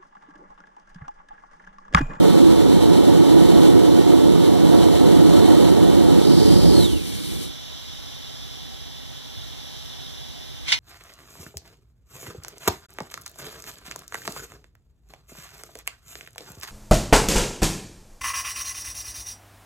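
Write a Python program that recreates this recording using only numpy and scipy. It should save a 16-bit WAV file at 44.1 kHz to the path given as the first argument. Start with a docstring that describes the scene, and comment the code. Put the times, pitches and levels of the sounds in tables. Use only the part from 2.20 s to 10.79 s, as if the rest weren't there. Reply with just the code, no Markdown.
"""A workshop floor, where an air-blown burner roars in a small melting furnace.
Turbulent burning rings the furnace and air hisses through the nozzle. A valve is closed in two turns,
its narrowing gap whistling downward; the flame goes soft and dies, and the air jet stops.
A thin hiss stays over the room's hum, like a leaking line. A hand brushes the fuel tank, a foot lands,
then a steel tool scrapes and clanks on the concrete."""
import sys
import numpy as np
from scipy.fft import rfft, irfft, next_fast_len
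from scipy.io import wavfile
from scipy.ndimage import uniform_filter1d, minimum_filter1d

SR = 44100
rng = np.random.default_rng(int(sys.argv[2]) if len(sys.argv) > 2 else 0)


def bounce(signal):
    """Save signal as a 16-bit WAV file at the path given by the first command-line argument."""
    frames = np.transpose(np.atleast_2d(signal))
    limited = np.clip(frames, -1, 1)
    pcm = np.round(limited * 32767).astype(np.int16)
    wavfile.write(sys.argv[1], SR, pcm)


N = 378819
TIME = np.arange(N) / SR
FFT_SIZE = next_fast_len(N + SR // 4)
HZ = np.maximum(np.arange(FFT_SIZE // 2 + 1) * SR / FFT_SIZE, 1)
DIRECT = np.array([[1], [0]])   # sources are (direct, scattered) pairs; this one is direct only


def from_db(db):
    """Decibels to gain."""
    return 10 ** (np.asarray(db) / 20)


def unit_rms(x):
    """Scale to unit power."""
    return x / np.sqrt(np.mean(x ** 2) + 1e-20)


def over_time(rows):
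    """Interpolate each column after the time column, per sample."""
    times_s, *columns = np.transpose(rows)
    return [np.interp(TIME, times_s, column) for column in columns]


def over_hz(points):
    """Interpolate on a log frequency axis."""
    hz, value = np.transpose(points)
    return np.interp(np.log(HZ), np.log(hz), value)


def filtered(x, response):
    """Apply a frequency response."""
    return irfft(rfft(x, FFT_SIZE) * response, FFT_SIZE)[..., :N]


def lowpass(corner_hz, order):
    """Response that halves at the corner."""
    return 1 / (1 + (HZ / corner_hz) ** order)


def peak(centre_hz, half_width_hz):
    """Response of one resonance, 1 at its centre."""
    return 1 / (1 + ((HZ - centre_hz) / half_width_hz) ** 2)


def colour(spectrum, resonances=()):
    """Broad spectrum plus resonances, rolled off below 20 Hz."""
    lift_db = sum(db * peak(hz, width_hz / 2) for hz, width_hz, db in resonances)
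    return from_db(over_hz(spectrum) + lift_db) * (1 - lowpass(20, 2))


def noise(response):
    """Two independent noises of one colour: direct and scattered."""
    return unit_rms(filtered(rng.standard_normal((2, N)), response))


def drift(rate_hz):
    """Random wander at unit RMS."""
    return unit_rms(filtered(rng.standard_normal(N), lowpass(rate_hz, 4)))


def air_band(pitch_hz, half_width_hz):
    """Noise band centred on a moving pitch."""
    phase = 2 * np.pi * np.cumsum(pitch_hz) / SR
    narrow = lowpass(half_width_hz, 2)
    return noise(narrow) * np.cos(phase) + noise(narrow) * np.sin(phase)


def reflections(level_db, above_hz, count=60):
    """Echoes from floor, gear and walls comb the treble."""
    echoes = np.zeros((2, N))
    for row in echoes:
        signs = rng.choice([-1, 1], count)
        delays_s = rng.uniform(.006, .035, count)
        row[(delays_s * SR).astype(int)] = signs / np.sqrt(count)
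    share = from_db(level_db) * (1 - lowpass(above_hz, 2))
    return (1 + share * rfft(echoes, FFT_SIZE)) / np.sqrt(1 + share ** 2)


def bursts(rows, t60_s):
    """Envelope of blows: instant attack, exponential decay."""
    return sum((TIME >= s) * from_db(db - 60 * np.abs(TIME - s) / t60_s) for s, db in rows)


def swell(at_s, rise_s, fall_s):
    """Smooth rise to 1 and fall back."""
    return np.exp(-((TIME - at_s) / np.where(TIME < at_s, rise_s, fall_s)) ** 2)


def hand_turn(start_s, length_s):
    """Smooth ramp from 0 to 1."""
    return .5 - .5 * np.cos(np.pi * np.clip((TIME - start_s) / length_s, 0, 1))


# Room hum. Each row: frequency in Hz, relative density in dB.
HUM_SPECTRUM = [(22, -2.5), (56, 4.5), (95, -4.5), (130, 0.5), (190, -11), (280, -11), (450, -16),
                (730, -16.5), (850, -19), (1100, -31), (2000, -25), (5000, -35.5)]
# Each row: centre in Hz, width in Hz, lift in dB.
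HUM_RESONANCES = [(239, 16, 5), (766, 40, 2)]
# Each row: frequency in Hz, level in dB.
MOTOR_TONES = [(272.8, -56.5), (409.1, -53)]

def workshop(hum_db=-38.0):
    """Low room noise with the faint tones of a distant motor."""
    hum = noise(colour(HUM_SPECTRUM, HUM_RESONANCES) * reflections(level_db=-6.0, above_hz=500))
    motor = sum(from_db(db) * np.sin(2 * np.pi * hz * TIME) for hz, db in MOTOR_TONES)
    return from_db(hum_db) * hum + DIRECT * motor


# Each row: frequency in Hz, relative density in dB.
LEAK_SPECTRUM = [(1000, -11.5), (1900, -16), (2650, -10), (3200, -1), (3900, 0.5), (4400, -10.5),
                 (5000, -4.5), (5800, -6.5), (6600, -10.5), (8000, -19), (11000, -20), (12200, -14),
                 (14500, -35)]
# Each row: centre in Hz, width in Hz, lift in dB.
LEAK_RESONANCES = [(2835, 55, 6), (3260, 45, 6), (3488, 52, 7), (3725, 77, 5.5), (5680, 48, 8)]
# Each row: time in seconds, level in dB before gain_db.
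LEAK_LEVELS = [(5.4, -43), (6.3, -43.5), (6.75, -45.5), (7.6, -43.5), (8.4, -45.5)]

def leak(gain_db=5.0):
    """A thin hiss, like a leaking line, that outlasts the flame."""
    level_db, = over_time(LEAK_LEVELS)
    hiss = noise(colour(LEAK_SPECTRUM, LEAK_RESONANCES) * reflections(level_db=-2.5, above_hz=1500))
    return from_db(level_db + gain_db) * hiss


# Each row: start in seconds, level in dB.
TANK_TOUCHES = [(6.51, -41)]

def tank(ring_hz=775, t60_s=.3):
    """The fuel tank rings softly as the hand lets go of its tap."""
    return DIRECT * bursts(TANK_TOUCHES, t60_s) * np.sin(2 * np.pi * ring_hz * TIME)


# Each row: start in seconds, level in dB.
FOOTSTEPS = [(7.17, -29.5)]

def footstep(thud_hz=130, t60_s=0.21):
    """A foot lands on the floor with a dull thud."""
    return bursts(FOOTSTEPS, t60_s) * noise(HZ * lowpass(thud_hz, 6))


# Tool strikes on the floor. Each row: start in seconds, relative level in dB.
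KNOCKS = [(8.482, -27), (8.521, -11.5), (8.5245, -7.5), (8.5384, -21)]
# Pitches that ring in the clank, from tool and recorder housing.
# Each row: frequency in Hz, relative level in dB, T60 in seconds.
CLANK_MODES = [(928, -18, .15), (1520, -11, .08), (2090, 1, 0.054), (2225, 2, 0.083), (2470, 0, .13),
               (2925, -1, .08), (3230, -1, .09), (3518, 6, 0.063), (3607, -3, .1), (3811, -4, .12),
               (4254, -3, .1), (5380, -1, .06), (6169, -5, .08), (6480, -8, .06)]
# Steel on concrete. Each row: frequency in Hz, relative density in dB.
CRUNCH_SPECTRUM = [(300, -25), (850, -12), (1700, -11), (2150, 3), (2600, 2.5), (3600, 2), (4800, -3),
                   (6500, -7.5), (9000, -18), (15000, -42)]

def tool_drag(start_s=8.486, attack_s=0.012, hold_s=0.059, t60_s=.075, drag_db=-23.5, grain_db=2):
    """Gritty envelope of the tool's short slide over the floor."""
    since_s = TIME - start_s
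    bite = np.exp(np.clip(since_s / attack_s, -20, 0))
    release_db = -60 * np.maximum(since_s - hold_s, 0) / t60_s
    return bite * from_db(drag_db + release_db + grain_db * drift(rate_hz=1000))


def tool(knock_t60_s=0.046, crunch_db=-4.5, rub_db=-22, ring_db=-13.0, contact_hz=13000,
         tail_db=-12, tail_t60_s=0.32):
    """Drag and knocks crunch on the concrete and excite a ringing clank; the walls add a tail."""
    drag = tool_drag()
    crunch = (drag + bursts(KNOCKS, knock_t60_s)) * noise(colour(CRUNCH_SPECTRUM))
    force = from_db(rub_db) * drag * rng.standard_normal((2, N))
    for start_s, db in KNOCKS:
        force[0, round(start_s * SR)] += from_db(db)   # direct only
    t = TIME[:SR // 4]
    modes = sum(from_db(db - 60 * t / t60_s) * np.cos(2 * np.pi * hz * t)
                for hz, db, t60_s in CLANK_MODES)
    ring = filtered(force, rfft(modes, FFT_SIZE) * lowpass(contact_hz, 6))
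    clank = from_db(crunch_db) * crunch + from_db(ring_db) * ring
    walls = rng.standard_normal((2, len(t))) * from_db(-60 * t / tail_t60_s)
    walls = unit_rms(walls) / np.sqrt(len(t))   # unit energy
    return clank + from_db(tail_db) * filtered(clank, rfft(walls, FFT_SIZE))


EASED = hand_turn(start_s=3.88, length_s=0.32)
THROTTLED = hand_turn(start_s=4.521, length_s=.36)
VALVE_SPURT = swell(at_s=4.6, rise_s=0.049, fall_s=0.057)   # hiss swells as the second turn begins

def valve_db(open_db, eased_db=0, throttled_db=0):
    """Open-valve level plus the change from each of the two turns."""
    return open_db + eased_db * EASED + throttled_db * THROTTLED


# Each row: frequency in Hz, relative density in dB.
SEAT_SPECTRUM = [(3000, -14), (4400, -4), (8500, -5), (9400, -1), (10200, -8), (11200, -2.5), (15500, -9)]
# Each row: centre in Hz, width in Hz, lift in dB.
SEAT_RESONANCES = [(8990, 130, 3), (9400, 220, 6.5), (9760, 140, 6)]

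def valve_seat(flutter, flutter_db=1.5, spurt_db=5.0):
    """Air squeezed past the nearly shut valve gives a high, half-whistling hiss."""
    level_db = valve_db(-37.0, throttled_db=-1.9) + spurt_db * VALVE_SPURT
    hiss = noise(colour(SEAT_SPECTRUM, SEAT_RESONANCES) * reflections(level_db=-2, above_hz=1000))
    return EASED * from_db(level_db + flutter_db * flutter) * hiss


# Each row: time in seconds, pitch in Hz, level in dB.
WHISTLE_GLIDE = [(4.5, 4450, -49), (4.56, 4320, -28), (4.61, 4080, -28), (4.645, 3800, -22),
                 (4.695, 3200, -34), (4.77, 2760, -38), (4.84, 2280, -47)]

def valve_whistle(waver_hz=80, flicker_db=3.0, octave_db=-15, rush_ratio=1.09):
    """The closing gap sings a falling, wavering tone with a breathy octave, in a band of rushing air."""
    pitch_hz, level_db = over_time(WHISTLE_GLIDE)
    phase = 2 * np.pi * np.cumsum(pitch_hz + waver_hz * drift(rate_hz=346)) / SR
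    tone = np.sin(phase) * from_db(flicker_db * drift(rate_hz=81))
    whistle = DIRECT * tone + from_db(octave_db) * air_band(2 * pitch_hz, half_width_hz=260)
    rush = air_band(rush_ratio * pitch_hz, half_width_hz=600)
    rush_db = valve_db(-33.5, throttled_db=-33)
    return EASED * (from_db(level_db) * whistle + from_db(rush_db) * rush)


# Each row: time in seconds, swing about the mean in dB.
SUPPLY_SURGES = [(0.08, 0.5), (0.35, -0.7), (1.47, 1.0), (1.65, -1), (2.25, -1.5), (3.2, 1.64),
                 (3.55, -0.6)]

def surge_db():
    """The air supply swings a little and settles once the valve is eased."""
    swing_db, = over_time(SUPPLY_SURGES)
    return swing_db * (1 - EASED)


# Each row: frequency in Hz, relative density in dB.
JET_SPECTRUM = [(1200, -9.5), (2400, -4.5), (2750, 0.5), (3200, 2.5), (4000, 6), (4600, -0.5), (5200, -6.5),
                (8000, -2), (10400, -6.5), (12000, -9.5), (15500, -24)]
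# Peaks and dips that colour the air hiss. Each row: centre in Hz, width in Hz, lift in dB.
HISS_RESONANCES = [(2200, 61, 9), (3085, 110, 7.5), (3660, 91, 4), (3985, 91, 2.5), (5590, 160, 9.5),
                   (5900, 150, -7), (6600, 180, 5), (8050, 100, 5), (9000, 430, -4.5), (9560, 400, 6.5),
                   (10700, 380, -4), (11100, 130, 11), (11360, 150, 7), (12250, 120, 9)]

def jet(flutter, flutter_db=2.0, spurt_db=1.0):
    """Air hisses through the nozzle and sputters with the flame."""
    level_db = valve_db(-33.0, eased_db=0.37, throttled_db=-7.0) + surge_db() + spurt_db * VALVE_SPURT
    hiss = noise(colour(JET_SPECTRUM, HISS_RESONANCES) * reflections(level_db=-6.5, above_hz=400))
    return from_db(level_db + flutter_db * flutter) * hiss


# Combustion noise. Each row: frequency in Hz, relative density in dB.
ROAR_SPECTRUM = [(22, -23), (50, -5), (100, -6.5), (140, -9), (200, -3), (330, 1.5), (450, -6), (565, -9.5),
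                 (625, -18.5), (740, -17), (900, -22.5), (1100, -31.5), (1700, -38.5), (6000, -46)]
# Furnace and surroundings. Each row: centre in Hz, width in Hz, lift in dB.
FURNACE_RESONANCES = [(165, 21.7, 9), (236, 31, -3.5), (319, 47, 5), (403, 17, -5), (431.7, 19.5, 6.5),
                      (465, 19, -5.5), (493, 15, 3), (570, 14, 3.5), (704, 18, 8.5), (877, 38, 5),
                      (925, 15, 8), (975, 13, 6.5), (1124, 23, 9), (1242, 27, 8), (1321, 29, 8.5),
                      (1466, 25, 9), (1870, 53, 8)]
# Brief flares and sags. Each row: peak time in seconds, level change in dB.
THROBS = [(0.305, 3.5), (1.175, 2.5), (1.553, 4), (1.787, 5), (1.84, -3), (1.935, 3.5), (2.24, -1),
          (2.555, 2.5), (2.785, -5), (2.87, 3), (3.42, 2.5), (3.64, 4), (4.04, -5.5), (4.583, 2),
          (4.745, 4.5), (5.15, 2), (5.225, 1.5)]
# The flame tears. Each row: peak time in seconds, treble lift in dB.
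RASPS = [(0.045, 5), (2.543, 4), (3.307, 3)]

def flame(flutter, flutter_db=1.0, spurt_db=1.0, swell_s=0.025, boom_hz=96, edge_hz=590,
          woof_hz=225, woof_db=-10.0, note_hz=320, soft_note_hz=362):
    """Turbulent burning rings the furnace; a soft flame gains bass, lifts its note and loses its edge."""
    level_db = valve_db(-9.5, eased_db=-2.56, throttled_db=-22.0)
    level_db += 0.88 * surge_db() + spurt_db * VALVE_SPURT
    soft_db = valve_db(0, eased_db=9.7, throttled_db=9.7)
    throb_db = sum(db * swell(at_s, swell_s, swell_s) for at_s, db in THROBS)
    rasp_db = sum(db * swell(at_s, swell_s, swell_s) for at_s, db in RASPS)
    roar = noise(colour(ROAR_SPECTRUM, FURNACE_RESONANCES) * reflections(level_db=-8, above_hz=1100))
    boom = filtered(roar, lowpass(boom_hz, 2))
    edge = filtered(roar, 1 - lowpass(edge_hz, 4))
    middle = roar - boom - edge
    woof = filtered(roar, from_db(woof_db) * peak(woof_hz, 35))
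    note_shift = filtered(roar, 0.46 * (peak(soft_note_hz, 22) - peak(note_hz, 22)))
    body = middle + boom * from_db(soft_db) + EASED * (woof + note_shift)
    edge_db = rasp_db + flutter_db * flutter + 0.37 * throb_db - 0.095 * soft_db
    return from_db(level_db) * (body * from_db(throb_db) + edge * from_db(edge_db))


def burner(off_s=5.28, fade_s=0.06):
    """Flame, jet and valve sound until the valve seats and the air stops."""
    flutter = 0.61 * drift(rate_hz=12.6) + 0.5 * drift(rate_hz=190)   # slow surges, fast tearing
    airflow = .5 - .5 * np.tanh((TIME - off_s) / fade_s)
    return airflow * (flame(flutter) + jet(flutter) + valve_whistle() + valve_seat(flutter))


# Each row: frequency in Hz, left minus right in dB.
PORT_BALANCE = [(120, -1.6), (320, -2.7), (570, -4.5), (630, -1), (710, -13), (870, -9), (1000, -1),
                (2400, 0.2), (3100, -6), (4000, -3), (5200, 1), (6600, 8), (9500, 14.8), (11500, 9.1),
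                (15000, 16.6)]
# Each row: frequency in Hz, left phase lead in radians.
PORT_LEAD = [(20, 3.306), (300, 3.17), (480, 3.3), (720, 4.01), (900, 5.97), (1850, 5.96), (2350, 3.56),
             (2780, 3.57), (3080, 6.3), (3600, 6.7), (4200, 7.22), (4800, 9.1), (5600, 11.27), (6500, 15.2),
             (7600, 15.5), (16000, 40)]
# Each row: frequency in Hz, left-right coherence from 0 to 1.
PORT_COHERENCE = [(100, 1), (330, .99), (560, 0.91), (640, 0.97), (900, 0.47), (1500, 0.79), (2050, 0.13),
                  (2550, 0.99), (3000, 0.52), (3900, 0.74), (4800, 0.83), (7000, 0.24), (14000, 0.27)]

def microphone_ports(sound):
    """Two close ports, each shaded in some bands; the bass arrives in opposite phase."""
    direct, scattered = rfft(sound, FFT_SIZE)
    coherence = np.clip(over_hz(PORT_COHERENCE), 0, 1)
    balance_db = over_hz(PORT_BALANCE)
    lead_rad = np.interp(HZ, *np.transpose(PORT_LEAD))
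    shared = np.sqrt((1 + coherence) / 2) * direct
    apart = np.sqrt((1 - coherence) / 2) * scattered
    left = (shared + apart) * from_db(np.minimum(balance_db, 0))
    right = (shared - apart) * from_db(np.minimum(-balance_db, 0)) * np.exp(-1j * lead_rad)
    return irfft(np.array([left, right]), FFT_SIZE)[:, :N]


def scene():
    """All sources, in stereo."""
    return microphone_ports(burner() + leak() + workshop() + footstep() + tank() + tool())


def record(dry, ceiling=0.87, hold_s=0.00093, cutoff_hz=15560):
    """Fast peak limiter, then a steep low-pass."""
    needed_gain = np.minimum(1, ceiling / (np.abs(dry).max(axis=0) + 1e-9))
    span = int(hold_s * SR) + 1
    gain = uniform_filter1d(minimum_filter1d(needed_gain, span), span)
    return filtered(dry * gain, .5 - .5 * np.tanh((HZ - cutoff_hz) / 40))


dry = scene()
out = record(dry)
bounce(out)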